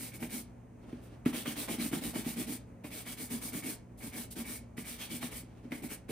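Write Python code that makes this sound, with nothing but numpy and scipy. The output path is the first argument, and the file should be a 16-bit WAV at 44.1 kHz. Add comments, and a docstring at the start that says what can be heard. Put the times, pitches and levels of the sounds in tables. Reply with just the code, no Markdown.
"""A wooden bristle brush sweeps quickly to and fro over a leather boot held on a lap, in runs with short pauses.
Random bristle flicks are coloured into hiss, rasp and drag; they also ring the hollow boot and the wooden block.
Bumps and sharp bites thump the boot with soft pulses, while short noise bursts slap, crunch and tick.
Clothes rustle in swells of random flicks as the boot is turned.
Behind, ventilation rushes as shaped noise and hums as unsteady sines in a small, dry room."""
import sys
import numpy as np
from scipy import signal
from scipy.fft import rfft, irfft, next_fast_len
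from scipy.io import wavfile
from scipy.ndimage import map_coordinates

SR = 44100
rng = np.random.default_rng(int(sys.argv[2]) if len(sys.argv) > 2 else 0)


def wrap_up_sound(samples):
    """Save the sound to the file named by the first command line argument, as 16-bit audio."""
    columns = np.atleast_2d(samples).T
    # keep every value between -1 and 1, then stretch to whole-number steps
    tamed = np.clip(columns, -1, 1)
    steps = np.round(tamed * 32767).astype(np.int16)
    wavfile.write(sys.argv[1], SR, steps)


N = 269451
T = np.arange(N) / SR  # time in seconds

# The brush lands or turns back; each stroke lasts until the next turn or lift.
# Each row: start in seconds, hiss level in dB, pressure on the boot in dB.
STROKES = [(-.05, -44.5, -7.5), (0.116, -57.5, -10.5), (0.19, -48.5, 0.5), (0.288, -42, -2.5),
           (1.251, -50, 4.5), (1.325, -43, 3), (1.449, -44, 3.5), (1.554, -41.5, 2), (1.675, -42.5, 5.5),
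           (1.78, -41, 4), (1.911, -43.5, 8.5), (2.009, -42, 3.5), (2.132, -43, 2.5), (2.239, -42.5, 0),
           (2.357, -42.5, 5.5), (2.461, -42, 2), (2.835, -53.5, -9), (2.901, -46, -6), (3.05, -45, -7),
           (3.165, -43.5, -3.5), (3.289, -42, 1), (3.403, -41.5, -2.5), (3.521, -42, 4), (3.621, -41, 3.5),
           (4.003, -47, -1), (4.117, -44, -6), (4.353, -45, 0), (4.44, -43, -4.5), (4.766, -47.5, -2),
           (4.837, -45.5, -7.5), (4.979, -48, -15.5), (5.089, -44, -2.5), (5.204, -44.5, -5),
           (5.298, -45.5, -7.5), (5.705, -53, -4.5), (5.819, -48.5, 2), (5.884, -43.5, -5),
           (6.083, -44.5, 5)]


def brushing():
    """Bristles bite first, shaking boot and block, then skim and hiss at full speed."""
    _, hiss_db, pressure_db = np.transpose(STROKES)
    speed = sweep(np.zeros(len(STROKES)), fastest=.46, power=1.0)
    rate = 2500 + 14000 * speed  # faster travel frees more bristles (flicks a second)
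    tufts = amp(0.84 * wobble(70) + 0.23 * wobble(400))  # tufts catch and let go together
    on_leather = bristle_hiss(rate, hiss_db) + bristle_rasp(rate, hiss_db)
    on_leather = on_leather + block_ring(rate, hiss_db) + leather_drag(rate, hiss_db, pressure_db)
    # the boot's second field is weaker, so the drumming sits closer to the centre
    return tufts * on_leather + boot_drumming(rate, pressure_db) * amp([[0], [-3]])


# Bright spectrum of skimming bristles. Each row: frequency in Hz, density in dB per Hz.
HISS = [(2500, -15), (4500, -5.5), (6300, -5), (7800, 1), (10200, 1.5), (11500, 1.5), (13300, -0.5),
        (14500, -1), (15700, -11)]


def bristle_hiss(rate, hiss_db):
    """Bristles skim the leather: dense flicks with a bright colour, loudest at full speed."""
    texture = patchy(coloured(flicks(rate), HISS), depth_db=0.55, width_hz=630, seconds=0.067)
    return texture * sweep(hiss_db, fastest=0.44, power=1.27)


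# Mid-heavy spectrum of biting bristles. Each row: frequency in Hz, density in dB per Hz.
RASP = [(700, -51), (1300, -6.5), (1900, -4), (3200, 4), (4500, -2.5), (6000, -6), (9000, -6.5)]


def bristle_rasp(rate, hiss_db):
    """Gripped bristles snap free: sparser flicks, louder where the leather grips."""
    texture = patchy(coloured(flicks(rate * .3), RASP), depth_db=3.0, width_hz=378, seconds=0.055)
    return texture * sweep(hiss_db, fastest=0.35, power=1.3) * amp(grip(T) - 2.5)


# Resonances of the wooden brush block. Each row: centre in Hz, width in Hz, level in dB.
BLOCK = [(1865, 400, -6.5), (2234, 99, 5.5), (2810, 320, -25)]
BLOCK_DB, BLOCK_PER_HISS = -43, 0.29  # the block rings almost alike in every stroke (dB, dB per dB)


def block_ring(rate, hiss_db):
    """Bristle flicks ring the wooden block, mostly early in each stroke."""
    ring = unit(rung(flicks(rate * .2), BLOCK)) * amp(2.5 * wobble(14))
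    return ring * sweep(BLOCK_DB + BLOCK_PER_HISS * hiss_db, fastest=0.25, power=0.93)


# Dull spectrum of bristles dragging on leather. Each row: frequency in Hz, density in dB per Hz.
DRAG = [(200, -45), (420, 0), (700, 1), (1050, -3.5), (1500, -5), (2300, -3.5), (5000, -22.5)]
# offset in dB, then growth with pressure and with rasp in dB per dB
DRAG_DB, DRAG_PER_PRESSURE, DRAG_PER_RASP = -26, 0.32, 0.57


def leather_drag(rate, hiss_db, pressure_db):
    """Pressed bristles drag the leather: dull flicks that grow with pressure and rasp."""
    texture = patchy(coloured(flicks(rate * .12), DRAG), depth_db=3.0, width_hz=242, seconds=.05)
    level_db = DRAG_PER_PRESSURE * pressure_db + DRAG_PER_RASP * hiss_db
    return texture * sweep(level_db, fastest=0.27, power=0.83) * amp(DRAG_DB + DRAG_PER_RASP * grip(T))


# Resonances of the hollow boot. Each row: centre in Hz, width in Hz, level in dB.
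BOOT = [(140, 12, -6), (167, 18, -7), (246.5, 28.4, 0.5), (287.5, 22.4, -6.5), (323, 50, -11.5),
        (423, 42, -10), (620, 94, -9), (795, 120, -6)]
BOOT_DB = -41.5  # drumming of the boot at pressure 0 dB


def boot_drumming(rate, pressure_db):
    """Bristle pushes drum the boot; soft leather passes only slow ones to the air inside."""
    soft_leather = [(60, -34), (200, 5.5), (450, -3.5), (1200, -29), (4000, -46)]  # (Hz, dB)
    pushes = coloured(flicks(rate * .1), soft_leather)
    drumming = patchy(rung(pushes, BOOT), depth_db=2.0, width_hz=210, seconds=0.056)
    return drumming * sweep(BOOT_DB + pressure_db, fastest=0.33, power=1.4)


# How the leather under the brush grips the bristles. Each row: time in seconds, rasp over hiss in dB.
GRIP = [(0, -7), (.4, -8.5), (1.28, 3), (1.8, 0), (2.5, -5), (3.1, 0.5), (3.22, -9), (4.4, -3), (4.55, -16),
        (4.85, -7), (5.04, 7), (5.14, -5), (5.25, 1), (5.37, -9), (5.75, -7.5)]


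def grip(s):
    """Grip of the leather in dB at the times s."""
    return np.interp(s, *np.transpose(GRIP))


# The brush leaves the leather. Each entry: time in seconds.
LIFTS = [0.433, 2.583, 3.761, 4.27, 4.6, 5.426, 5.964, 6.17]
TRAIL_S = .007  # bent bristles trail on after each turn or lift
LIFT_LATE = 0.046  # it leaves at speed, so the last stroke peaks later (share of the stroke)


def sweep(levels_db, fastest, power):
    """One swell for each stroke, from its start to the next turn or lift."""
    starts = np.transpose(STROKES)[0]
    stops = np.concatenate([starts, LIFTS])
    out = np.zeros(N)
    for start, db in zip(starts, levels_db):
        stop = stops[stops > start].min()
        peak = fastest + LIFT_LATE * (stop in LIFTS)
        out += amp(db) * swell(start, stop + TRAIL_S, peak, power)
    return out


def swell(start, end, fastest, power):
    """A movement speeds up from rest and stops again; fastest is its peak, 0-1 of the way."""
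    travel = np.clip((T - start) / (end - start), 0, 1)
    on = (travel > 0) & (travel < 1)
    skew = np.log(.5) / np.log(np.clip(fastest, .1, .9))  # moves the middle of the sine arch
    out = np.zeros(N)
    out[on] = np.sin(np.pi * travel[on] ** skew) ** power
    return out


def flicks(rate):
    """Bristles snapping free: random impulses, rate a second, of mean power 1."""
    chance = np.clip(rate / SR, 1e-4, 1)
    return noise() * (rng.random((2, N)) < chance) / np.sqrt(chance)


def patchy(x, depth_db, width_hz, seconds):
    """The colour shifts at random, as bristles cross seams, folds and curves; rms 1."""
    z = signal.stft(x, nperseg=256)[2]
    bins, frames = np.indices(z.shape[1:])
    across = bins * SR / 256 / max(width_hz, 100)
    along_time = frames * 128 / SR / max(seconds, .01)
    field = map_coordinates(rng.standard_normal((256, 640)), [across, along_time])
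    return unit(signal.istft(z * amp(depth_db * field), nperseg=256)[1][:, :N])


# The bristle tips just touch the boot. Each row: start in seconds, end in seconds, hiss level in dB.
GRAZES = [(0.132, 0.19, -49.5), (1.012, 1.108, -66), (3.972, 4.028, -57), (4.303, 4.351, -46)]


def grazes():
    """The bristle tips alone swish, too lightly to shake the boot."""
    touch = sum(amp(db) * swell(start, end, fastest=0.38, power=1.6) for start, end, db in GRAZES)
    return touch * (coloured(flicks(9000), HISS) + amp(-11) * coloured(flicks(4100), RASP))


# wooden tick; soft, grippy leather muffles it (dB, dB per dB, dB per dB)
TICK_DB, TICK_PER_SLAP, TICK_PER_GRIP = -19.5, 0.85, 1.4
# Bumps of brush or hand on the boot, and sharp bites as the bristles start to drag.
# Each row: time in seconds, thump strength in dB before a common lift, leather slap level in dB.
KNOCKS = [(.226, -37.5, -42), (.926, -36, -54.5), (1.258, -20, -35.5), (1.458, -60, -37),
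          (1.683, -53, -37.5), (1.794, -37.5, -45), (1.93, -28, -36), (2.155, -31, -39.5),
          (2.188, -34.5, -64), (2.261, -32.5, -47), (2.843, -39, -45), (3.546, -37, -48), (3.658, -43, -68),
          (4.362, -43, -61), (4.388, -41, -48), (4.401, -39, -50), (4.778, -39.5, -46.5), (5.228, -45, -38),
          (5.24, -37.5, -52), (5.43, -46.5, -76), (5.65, -44, -74), (5.719, -33, -39.5), (5.833, -37, -53),
          (5.914, -42, -47), (6.09, -37, -51.5)]


def knocks():
    """A soft push thumps the boot; bristles crunch, the leather slaps and the block ticks."""
    t = np.arange(SR // 4) / SR
    out = np.zeros((2, N + SR))
    for s, db, slap_db in KNOCKS:
        # a harder blow sinks in for longer and damps the boot more
        u = (t - .0055) / (0.00085 + 0.00026 * amp(db))
        push = (1 - u * u) * np.exp(-u * u / 2)
        thump = rung(push, BOOT, damping=0.85 + 8 * amp(db))
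        # -60 * t / d fades by 60 dB in d seconds
        slap = coloured(noise(len(t)), DRAG) * amp(-60 * t / 0.082) * (1 - np.exp(-t / 0.00028))
        crunch = coloured(noise(len(t)), RASP) * amp(-27 - 60 * t / 0.024)
        tick_db = TICK_DB + TICK_PER_SLAP * slap_db - TICK_PER_GRIP * grip(s)
        tick = unit(rung(noise(len(t)), BLOCK)) * amp(tick_db - 60 * t / 0.13)
        first = round(s * SR)
        out[:, first:first + len(t)] += amp(slap_db) * (slap + crunch) + tick
        # the thump is centred
        out[0, first:first + len(t)] += amp(db + 5.5) * thump / np.abs(thump).max()
    return out[:, :N]


def early_echoes(x):
    """Each knock comes back from two nearby surfaces: two faint early echoes."""
    echoes = [(.0118, -17.5), (.0245, -18)]  # (delay s, dB)
    return filtered(x, lambda hz: 1 + sum(amp(db) * np.exp(-2j * np.pi * hz * delay)
                                          for delay, db in echoes))


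# Spectrum of rubbing cloth. Each row: frequency in Hz, density in dB per Hz.
CLOTH = [(150, 6), (300, 22), (900, 1), (2800, -2.5), (5000, -10.5), (10000, -15), (15000, -23)]
# The boot is turned on the cloth. Each row: start in seconds, end in seconds, rustle level in dB.
HANDLING = [(.78, 1.23, -56.5), (5.42, 5.82, -61.5)]


def rustle():
    """Sleeve and lap cloth slide as the boot is turned: uneven swells of random flicks."""
    slide = sum(amp(db) * swell(start, end, fastest=0.48, power=0.92) for start, end, db in HANDLING)
    return slide * amp(2.24 * wobble(40)) * coloured(flicks(5000), CLOTH)


# Spectrum of the air rush. Each row: frequency in Hz, density in dB per Hz.
AIR = [(18, -34), (32, -12), (55, 2), (150, -4.5), (260, -4.5), (420, -13), (560, -12), (900, -18.5),
       (1500, -27.5), (2300, -29.5), (3500, -42.5), (5200, -45), (6500, -38), (15000, -49)]
# Motor tones. Each row: frequency in Hz, mean level in dB rms.
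HUM = [(59, -67), (118.4, -58), (183, -63.5), (237, -61.5), (434, -71.5), (548, -76)]


def ventilation():
    """Low rush of air as shaped noise, with motor tones slightly unsteady in level and phase."""
    hum = np.zeros(N)
    for hz, db in HUM:
        tone = np.sqrt(2) * np.sin(2 * np.pi * hz * T + .5 * wobble(9))
        hum += amp(db + 2.0 * wobble(6.5)) * tone
    rush = amp(-54.5 + 0.99 * wobble(26.0)) * coloured(noise(), AIR)
    return rush + hum * np.array([[1], [0]])  # the hum is centred


def room(x, count=12):
    """The answer of the room changes as the hands move: random tails crossfade at even steps."""
    place = T / T[-1] * (count - 1)
    out = np.zeros((2, N))
    for k in range(count):
        share = np.clip(1 - abs(place - k), 0, 1)
        out += signal.fftconvolve(x * share, tail(), axes=1)[:, :N]
    return out


# Decay of the small room. Each row: frequency in Hz, time to fall by 60 dB in seconds.
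ROOM = [(150, 0.39), (1000, 0.33), (5000, 0.27), (14000, 0.11)]


def tail():
    """One diffuse answer of the room: noise fading at each pitch's own pace, weak in the bass."""
    hz, t, z = signal.stft(noise(SR // 3), SR, nperseg=256)
    ring = signal.istft(z * amp(-60 * t / along(ROOM, hz)[:, None]), SR, nperseg=256)[1]
    ring = np.pad(ring / np.linalg.norm(ring[0]), ((0, 0), (SR // 200, 0)))  # arrives 5 ms late
    return filtered(ring, lambda f: amp(along([(250, -5.0), (700, 0.5)], f)))


# Likeness of the two microphone ports. Each row: frequency in Hz, left-right correlation from 0 to 1.
ALIKE = [(50, 0.92), (130, 0.8), (300, 0.85), (600, 0.17), (1200, 0.16), (2100, 0.77), (4500, 0.4),
         (5600, 0.067), (6700, 0.24), (7700, 0.95), (9400, 0.69), (10500, 0.98), (11550, .999), (12700, 1),
         (14000, 0.71), (15500, 0.88)]
# Phase between the ports. Each row: frequency in Hz, lead of the left port in radians.
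LEAD = [(0, -.1), (1500, .15), (3100, .85), (4500, .4), (5200, .6), (6400, -1.2), (7100, -3.5),
        (9100, -6.25), (9650, -6.3), (11200, -9.3), (11750, -9.5), (13500, -12.4), (14400, -12.7),
        (15800, -15.6)]


def ports(pair):
    """Two unrelated fields blend into left and right; treble reaches the left port late."""
    def turn(hz):
        return np.arccos(np.clip(along(ALIKE, hz), 0, 1)) / 2

    def tilt(hz):
        phase = np.exp(1j * half * np.interp(hz, *np.transpose(LEAD)))
        return amp(half * along(balance, hz)) * phase

    # (Hz, left minus right dB)
    balance = [(500, 0.0), (2000, -0.5), (4000, -2.5), (5500, -3.5), (7300, 1.5), (9000, 0.0)]
    half = np.array([[.5], [-.5]])
    common, apart = filtered(pair, lambda hz: np.array([np.cos(turn(hz)), np.sin(turn(hz))]))
    return filtered(np.array([common + apart, common - apart]), tilt)


def amp(db):
    """Decibels to gain."""
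    return 10 ** (np.asarray(db) / 20)


def unit(x):
    """Scale to rms 1."""
    return x / np.sqrt(np.mean(x ** 2) + 1e-20)


def along(points, hz):
    """Read a curve of (Hz, value) points on a log frequency axis."""
    f, v = np.transpose(points)
    return np.interp(np.log(hz + 1), np.log(f + 1), v)


def filtered(x, response):
    """Pass x through a complex response of frequency."""
    size = x.shape[-1]
    m = next_fast_len(size + SR // 4)
    return irfft(rfft(x, m) * response(np.fft.rfftfreq(m, 1 / SR)), m)[..., :size]


def coloured(x, spectrum):
    """Pass x through a smooth spectrum, at rms 1."""
    return unit(filtered(x, lambda hz: amp(along(spectrum, hz))))


def rung(x, modes, damping=1):
    """Pass x through the resonances of a body; damping widens them."""
    def response(f):
        total = 0
        for centre, width, db in modes:
            loss = 1j * f * width * damping
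            total = total + amp(db) * loss / (centre * centre - f * f + loss)
        return total
    return filtered(x, response)


def wobble(rate):
    """A smooth random curve, rate knots a second."""
    return map_coordinates(rng.standard_normal(int(N * rate / SR) + 4), [T * rate])


def noise(size=N):
    """Two unrelated white noises."""
    return rng.standard_normal((2, size))


def scene():
    """Brush, boot and cloth close by, in the humming room."""
    strokes = brushing() + grazes() + rustle()
    bumps = early_echoes(knocks())
    answer = room(amp(-7.5) * strokes + amp(-7) * bumps)
    return ports(strokes + bumps + answer + ventilation())


def record(dry):
    """Keep nothing above the band limit of 15830 Hz."""
    return filtered(dry, lambda hz: hz < 15830)


dry = scene()
out = record(dry)
wrap_up_sound(out)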